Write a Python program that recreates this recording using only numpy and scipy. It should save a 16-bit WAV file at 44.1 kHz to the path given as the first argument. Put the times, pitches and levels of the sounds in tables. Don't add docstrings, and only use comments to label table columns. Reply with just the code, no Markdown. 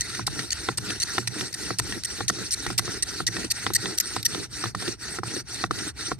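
import sys
import numpy as np
from scipy import signal
from scipy.fft import rfft, irfft, next_fast_len
from scipy.io import wavfile
from scipy.ndimage import uniform_filter1d

SR = 44100
rng = np.random.default_rng(int(sys.argv[2]) if len(sys.argv) > 2 else 0)


def generate_wav(sig):
    pcm = np.round(np.clip(np.atleast_2d(sig).T, -1, 1) * 32767).astype(np.int16)
    wavfile.write(sys.argv[1], SR, pcm)


def field_ratio(decibels):
    return 10 ** (np.asarray(decibels, dtype=float) / 20)


N = 272979
TIME = np.arange(N) / SR


def unit(x):
    return x / np.sqrt(np.mean(x ** 2) + 1e-20)


def along(points, hz):
    f, v = np.transpose(points)
    return np.interp(np.log(hz + 1), np.log(f + 1), v)


def wander(rate):
    knots = rng.standard_normal(int(N * rate / SR) + 2)
    return np.interp(TIME * rate, np.arange(len(knots)), knots)


def filtered(x, response):
    m = next_fast_len(N + SR // 4)
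    return irfft(rfft(x, m) * response(np.fft.rfftfreq(m, 1 / SR)), m)[..., :N]


def resonant(peaks):
    def response(f):
        total = 0
        for k, (centre, width, db) in enumerate(peaks):
            damping = 1j * f * width
            total = total + (-1) ** k * field_ratio(db) * damping / (centre * centre - f * f + damping)
        return total
    return response


def grit(spread_db, rate):
    return unit(rng.standard_normal((2, N)) * field_ratio(spread_db * wander(rate)))


def patchy(x, size, depth_db, bins, frames):
    z = signal.stft(x, nperseg=size)[2]
    field = rng.standard_normal(z.shape[1:])
    field = uniform_filter1d(field, bins, 0)
    field = uniform_filter1d(field, frames, 1)
    return unit(signal.istft(z * field_ratio(depth_db * unit(field)), nperseg=size)[1][:, :N])


def ring(modes, t, attack):
    hz, db, t60 = np.transpose(modes)[:, :, None]
    size = field_ratio(db + rng.normal(0, 2.2, (2, len(modes), 1)) - 60 * t / t60)
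    hz = hz * (1 + 0.042 * rng.standard_normal((len(modes), 1)))
    phase = rng.uniform(0, 2 * np.pi, (2, len(modes), 1)) * [[[0.08]], [[1]]]
    takes = (size * np.sin(2 * np.pi * hz * t + phase)).sum(1) * (1 - np.exp(-t / attack))
    return takes / np.abs(takes).max(axis=1, keepdims=True)


# (time of the turn [s], hiss at the turn [dB], speed-up [s], pressure [dB])
STROKES = [(0, -44.5, 0.1, 0), (0.255, -55, 0.1, 0), (0.501, -49.5, .09, -0.5), (.764, -56.5, 0.087, 0),
           (1.002, -46.5, .11, 2), (1.26, -50.5, .15, 1.5), (1.519, -49.5, 0.092, 0.5),
           (1.77, -52.5, 0.12, 0), (2.03, -53.5, 0.075, -0.5), (2.267, -53.5, 0.095, -0.5),
           (2.515, -49, 0.098, -0.5), (2.77, -53, 0.11, 1), (3.018, -50.5, 0.071, -0.5),
           (3.26, -58.5, 0.085, 0), (3.494, -51, 0.098, 0.5), (3.744, -51, 0.088, 1.5),
           (3.979, -48.5, 0.1, 0), (4.245, -55, 0.062, 0.5), (4.479, -60, 0.068, 0),
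           (4.729, -61, 0.077, 0.5), (4.965, -62.5, 0.065, 0), (5.213, -61, 0.046, 0),
           (5.433, -67, 0.069, 0), (5.688, -64, 0.051, 0), (5.926, -69.5, 0.072, 0), (6.167, -67, 0.038, 0)]
END_S, END_DB = 6.4, -60


def strokes():
    turns_s = np.array([row[0] for row in STROKES] + [END_S])
    count = np.interp(TIME, turns_s, np.arange(len(turns_s)))
    number = count.astype(int)
    press_db = uniform_filter1d(np.array(STROKES)[number, 3], size=900)
    return number, count - number, press_db


def swing(peak):
    number, done, _ = strokes()
    return np.cos(np.pi * (number + done - 2 * peak))


BRAKE = (0.9, .8)


def spin_db():
    full_spin_db, pause_s = -36.5, 0.013
    out = np.zeros(N)
    following = STROKES[1:] + [(END_S, END_DB)]
    for k, ((s, still, rise, press), (end, stop, *_)) in enumerate(zip(STROKES, following)):
        at = slice(round(s * SR), round(end * SR))
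        full = full_spin_db + press
        slow = 1 - np.clip((TIME[at] - s - pause_s) / rise, 0, 1)
        brake = 1 - np.clip((end - TIME[at]) / (rise * BRAKE[k % 2]), 0, 1)
        out[at] = full + (still - full) * slow ** 2 + (stop - full) * brake ** 2
    return out


# (frequency [Hz], width [Hz], level [dB])
WOOD = [(1396, 194, 0), (1924, 225, 0), (2280, 179, -3), (2644, 550, -6), (3680, 623, -1.5), (4400, 668, 2),
        (5776, 462, 3), (6615, 750, -5.5), (8532, 390, 0), (10920, 800, -13.5), (13050, 1430, -15),
        (16400, 240, -20)]


def rub(spin):
    scrape = patchy(grit(spread_db=0.0, rate=990), size=256, depth_db=3.0, bins=5, frames=8)
    ticks_db = 3.4 * np.clip(wander(220) - 1.1, 0, 3)
    flutter_db = 1.0 * wander(70) + 0.12 * wander(16)
    hiss = unit(filtered(scrape, resonant(WOOD)))
    return field_ratio(spin + 2.5 + flutter_db + ticks_db) * hiss


# (time [s], length [s], level [dB], swell [dB], squeak [dB])
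SLIPS = [(.007, .0143, -27, -7, -29.5), (.265, 0.011, -25, -1.5, -49), (.515, 0.016, -28.5, 5.5, -33.5),
         (0.772, 0.013, -27, 1.5, -39), (1.016, 0.02, -27, 3.5, -34.5), (1.272, 0.01, -26, -2, -38),
         (1.539, 0.0095, -29.5, -1.5, -36), (1.784, 0.016, -25, 1, -31), (2.046, 0.012, -27.5, -1.5, -34),
         (2.28, .024, -25, -5, -30), (2.506, .039, -27.5, 3, -61.5), (2.778, .0174, -22, -2.5, -29),
         (3.023, 0.013, -22.5, -2, -31.5), (3.266, 0.019, -24, -5, -25.5), (3.501, 0.019, -25, 4.5, -38),
         (3.748, 0.018, -21, 1, -22.5), (3.999, 0.012, -24, -3, -32), (4.248, 0.018, -22.5, 4.5, -28.5)]
# (time [s], length [s], level [dB], swell [dB])
CATCHES = [
    (0.504, 0.0055, -26.5, -3),
    (.999, 0.014, -29, -2),
    (1.526, 0.0035, -27.5, -0.5),
    (2.034, 0.0029, -32, 7.5),
    (3.734, .0065, -27, 1.5),
    (3.972, 0.014, -33.5, 14.5),
    (4.227, 0.0042, -29.5, 0.5),
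]
# (frequency [Hz], level [dB])
SLIP_TILT = [(800, -34), (2000, -3.5), (4000, 5.5), (8500, 8), (12000, -1), (16000, -2)]
# (time [s], extra treble [dB])
POLISH = [
    (0, -5),
    (3.4, 5.5),
    (3.75, 11),
    (4.3, 15.5),
]


def slips():
    catch_squeak_db, squeak_hz, scatter = -44, 1846, 0.0083
    gate, squeak, waver = np.zeros(N), np.zeros((2, N)), wander(250)
    events = [(*row, catch_squeak_db) for row in CATCHES] + SLIPS
    for s, length, level_db, swell_db, squeak_db in events:
        hz = squeak_hz * (1 + scatter * rng.standard_normal())
        at = slice(round(s * SR), round((s + length + 0.014) * SR))
        t = TIME[at] - s
        edges = np.clip(t / 0.0025, 0, 1) * field_ratio(-60 * np.clip(t - length, 0, 1) / 0.014)
        gate[at] += edges * field_ratio(level_db + swell_db * (2 * np.clip(t / length, 0, 1) - 1))
        swell = np.sin(np.pi * np.clip(t / (length + 0.0047), 0, 1) ** 1.65) ** 1.6
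        phase = 2 * np.pi * hz * (t + 0.043 * (t * t / length - t)) + 0.71 * waver[at]
        squeak[:, at] += field_ratio(squeak_db + 2.5) * swell * np.array([np.sin(phase), np.cos(phase)])

    def colour(f):
        return resonant(WOOD)(f) ** 0.89 * field_ratio(along(SLIP_TILT, f))

    chatter = patchy(grit(spread_db=5.0, rate=1300), size=256, depth_db=4.5, bins=3, frames=5)
    rasp = filtered(chatter, colour)
    rasp = rasp / np.sqrt(uniform_filter1d(rasp[0] ** 2, size=420))
    sheen = field_ratio(np.interp(TIME, *np.transpose(POLISH))) * filtered(rasp, lambda f: f > 11200)
    return field_ratio(3.5) * gate * (rasp + sheen) + squeak


# (time [s], peak [dB], scuff [dB], crack [dB], thud [dB])
SLAPS = [(.194, -18, -17, -28, -32), (.687, -9.5, -22, -11.5, -26), (1.181, -9.5, -9, -8.5, -27),
         (1.705, -15.5, -14, -30, -30.5), (2.206, -15, -20, -12, -31.5), (2.664, -17.5, 0.5, -10, -31.5),
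         (2.702, -20, 0, -10, -31), (3.203, -16.5, -15, -22, -30.5), (3.665, -12.5, -16, -5.5, -31),
         (3.703, -21.5, -12, -15, -31), (4.164, -14.5, -3, -12.5, -33), (4.639, -16, -4, -9.5, -31.5),
         (4.657, -25, -9, -3.5, -36), (5.186, -17.5, -10, -18, -32.5), (5.639, -10.5, -25.5, -9.5, -30),
         (6.116, -13.5, -39, -29, -29.5)]
# (time [s], peak [dB], scuff [dB], crack [dB], thud [dB])
SEATS = [
    (.277, -16.5, -1.5, -14, -41),
    (.783, -25, 3, -3.5, -43),
    (1.275, -30.5, 4, 2.5, -55),
    (1.796, -17.5, -6, -13.5, -42),
    (2.298, -12.5, -8.5, -13, -35),
    (2.793, -16, 1, -7, -40),
    (3.284, -30.5, 8, -3, -38),
    (4.748, -17, -5, -15, -42),
    (5.233, -16.5, -8.5, -29, -42),
    (5.709, -12.5, -7, -14.5, -30.5),
]
# (time [s], peak [dB], scuff [dB], crack [dB], thud [dB])
WOBBLES = [(.391, -30, 13.5, 4.5, -40), (.904, -27.5, 11, 4.5, -38), (1.393, -31, 10, -.5, -46),
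           (1.409, -25, 6.5, 0.5, -35), (1.923, -33, 12, 9.5, -38), (2.385, -33, 1, -12, -33.5),
           (2.878, -26, -19, -12, -32.5), (3.366, -24, 1, 0, -33), (3.444, -39.5, 22, -8, -28.5),
           (3.857, -25, -4, 2.5, -36), (4.347, -23.5, 1, -2.5, -32), (4.823, -26, 0, -5.5, -38),
           (4.878, -28, 11, 3.5, -25), (5.364, -40, 16, 6, -29.5), (5.787, -44, 23, 11, -53)]
# (slap [dB], seat [dB], wobble [dB])
TWANG_DB = (-31, -31, -36.5)
# (frequency [Hz], level [dB], decay to -60 dB [s])
TAP = [(462, -11, 0.012), (590, -9, 0.0067), (786, -9.5, 0.021), (960, -7, 0.0098), (1089, -4, 0.013),
       (1316, 0.5, 0.012), (1770, -17, 0.017), (1984, -12, 0.01)]
# (frequency [Hz], level [dB], decay to -60 dB [s])
CRACK = [(1874, 7.5, 0.024), (2395, -0.5, 0.024), (2823.3, 2, 0.026), (3520, 16.5, 0.0055),
         (4540, 2, 0.0088), (5243, -14, 0.00717)]
# (frequency [Hz], level [dB], decay to -60 dB [s])
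THUD = [(222, -4, 0.059), (288, -3, 0.06), (352.5, 9, 0.034), (452, 9, 0.021)]
# (frequency [Hz], level [dB], decay to -60 dB [s])
TWANG = [(117.47, 6, 0.25), (181.3, 2, 0.16)]


def knocks():
    out, scuff = np.zeros((2, N + SR)), np.zeros(N + SR)
    t = np.arange(SR // 5) / SR
    brief = t[:SR // 25]
    hits = [(*row, twang) for rows, twang in zip((SLAPS, SEATS, WOBBLES), TWANG_DB) for row in rows]
    for s, db, scuff_db, crack_db, thud_db, cord_db in hits:
        at = round((s + 0.0006) * SR)
        board = ring(TAP, brief, attack=0.00075)
        board = board + field_ratio(crack_db + 7.0) * ring(CRACK, brief, attack=0.0001)
        out[:, at:at + len(brief)] += field_ratio(db + 0.5) * board
        thud = field_ratio(thud_db + 5.5) * ring(THUD, t, attack=0.0078)
        pluck = field_ratio(cord_db) * ring(TWANG, t, attack=0.012)
        out[:, at:at + len(t)] += thud + pluck
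        fade = field_ratio(db + scuff_db - 5.0 - 60 * t / 0.032)
        scuff[at:at + len(t)] += fade * (1 - np.exp(-t / 0.0015))
    scrape = unit(filtered(rng.standard_normal((2, N)), resonant(WOOD)))
    return out[:, :N] + scuff[:N] * scrape


# (frequency [Hz], width [Hz], level [dB])
PLANK = [(189.5, 45, -5), (278, 52.3, 0.5), (313.4, 71, 0.5), (430.7, 75, -4.5), (544, 250, -17.5)]
# (frequency [Hz], width [Hz], level [dB])
BOARD = [(823, 290, 1.5), (1020, 260, -9), (1458, 160, -5)]
LEAN_PEAK = (0.71, 0.59)


def body(spin):
    plank_peak_db, plank_rest_db = np.array([-41.5, -35.5]), -54.5
    number, done, press_db = strokes()
    peak = np.array(LEAN_PEAK)[number % 2]
    lean = np.minimum(done / peak, (1 - done) / (1 - peak)) ** 0.48
    plank_db = plank_rest_db + lean * (plank_peak_db[number % 2] + 1.1 * press_db - plank_rest_db)
    board_db = -51 + 1.2 * press_db + 2.0 * wander(27)
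    cord_db = -49.5 + 4.5 * swing(0.56)
    plank = unit(filtered(grit(spread_db=4.0, rate=130), resonant(PLANK)))
    board = unit(filtered(grit(spread_db=5.0, rate=120), resonant(BOARD)))
    thrum = grit(spread_db=-1.0, rate=8.3)
    cord = unit(filtered(thrum, lambda f: resonant([(117, 60, 0)])(f) ** 2))
    stall_db = spin + 37
    rumble = field_ratio(plank_db - 1.0 + 0.36 * stall_db) * plank
    hum = field_ratio(board_db - 3.0 + 0.69 * stall_db) * board
    return rumble + hum + field_ratio(cord_db + 3.0) * cord


# (frequency [Hz], density [dB per Hz])
AIR = [(25, -46), (50, 1), (70, 3), (200, -14.5), (600, -30), (2000, -31), (8000, -67), (16000, -78)]


def air():
    level_db = -49.5 - 0.5 * swing(0.65) + 0.66 * wander(4.1304)
    return field_ratio(level_db) * unit(filtered(grit(spread_db=3.5, rate=12), lambda f: field_ratio(along(AIR, f))))


def scene():
    spin = spin_db()
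    return rub(spin) + slips() + knocks() + body(spin) + air()


# (low [Hz], high [Hz])
THIN_HZ = [
    [(3000, 3200), (12500, 22050)],
    [(9100, 11400), (14400, 22050)],
]


def starved(parts):
    usual_treble_db, steady_db = -58, 5
    hz, _, z = signal.stft(parts, SR, nperseg=1024)
    power = uniform_filter1d(np.abs(z) ** 2, size=9, axis=1)
    cell_db = 10 * np.log10(np.abs(power) + 1e-20)
    treble = np.abs(z[:, (hz > 3000) & (hz < 12000)]) ** 2
    treble_db = 10 * np.log10(treble.sum(0).mean(0) + 1e-20)
    spared_db = 5 * np.clip(np.abs(treble_db - usual_treble_db) - steady_db, 0, None)
    ragged = hz[:, None] * (1 + 0.02 * rng.standard_normal(len(treble_db)))
    thin = np.array([sum((ragged > low) & (ragged < high) for low, high in bands) for bands in THIN_HZ])
    under_treble_db = -22 + treble_db + 12 * thin
    under_other_db = cell_db[::-1] - 10
    limit_db = np.maximum(under_treble_db, under_other_db) - spared_db
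    kept = (cell_db > limit_db) | (hz[:, None] < 1200)
    return signal.istft(z * kept, SR, nperseg=1024)[1][:, :N]


def roll_off(x):
    return signal.sosfilt(signal.butter(12, 16480, fs=SR, output="sos"), x)


# (frequency [Hz], lead [rad])
LEAD = [(40, 0), (170, 1.3), (345, .2), (520, 1.6), (860, -.9), (2300, 0), (2700, -1.5), (3500, -2.3),
        (4300, -.7), (5200, -2.2), (7750, -1.5), (9800, 0), (11700, 1), (13600, np.pi)]
# (frequency [Hz], level [dB])
LOUDER = [(50, 0.5), (110, -2.5), (200, -3.5), (380, 0), (700, 0), (1290, -2), (2380, -0.5), (4400, 0.5),
          (8120, -0.5), (15000, 0.0)]
# (frequency [Hz], likeness [0-1])
ALIKE = [(40, .95), (100, .6), (260, .4), (400, .75), (700, .55), (1250, .96), (2300, .7), (4300, .62),
         (5000, .25), (5800, .78), (7400, .45), (8600, .93), (10300, .99), (12000, .6), (13500, .97)]


def record(dry):
    half = np.array([[0.5], [-0.5]])
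    top_hz, ceiling = 16100, 0.62

    def share(f):
        angle = np.arccos(np.clip(along(ALIKE, f), 0, 1)) / 2
        return np.array([np.cos(angle), np.sin(angle)])

    def ports(f):
        tilt = np.exp(1j * half * along(LEAD, f)) * field_ratio(half * along(LOUDER, f))
        return tilt * np.clip((top_hz - f) / 300, 0, 1)

    shared, apart = filtered(dry, share)
    heard = filtered(np.array([shared + apart, shared - apart]), ports)
    left, right = heard / (1 + np.abs(heard / ceiling) ** 4) ** (1 / 4)
    mid, side = starved(np.array([left + right, left - right]) / 2)
    return roll_off(np.array([mid + side, mid - side]))


dry = scene()
out = record(dry)
generate_wav(out)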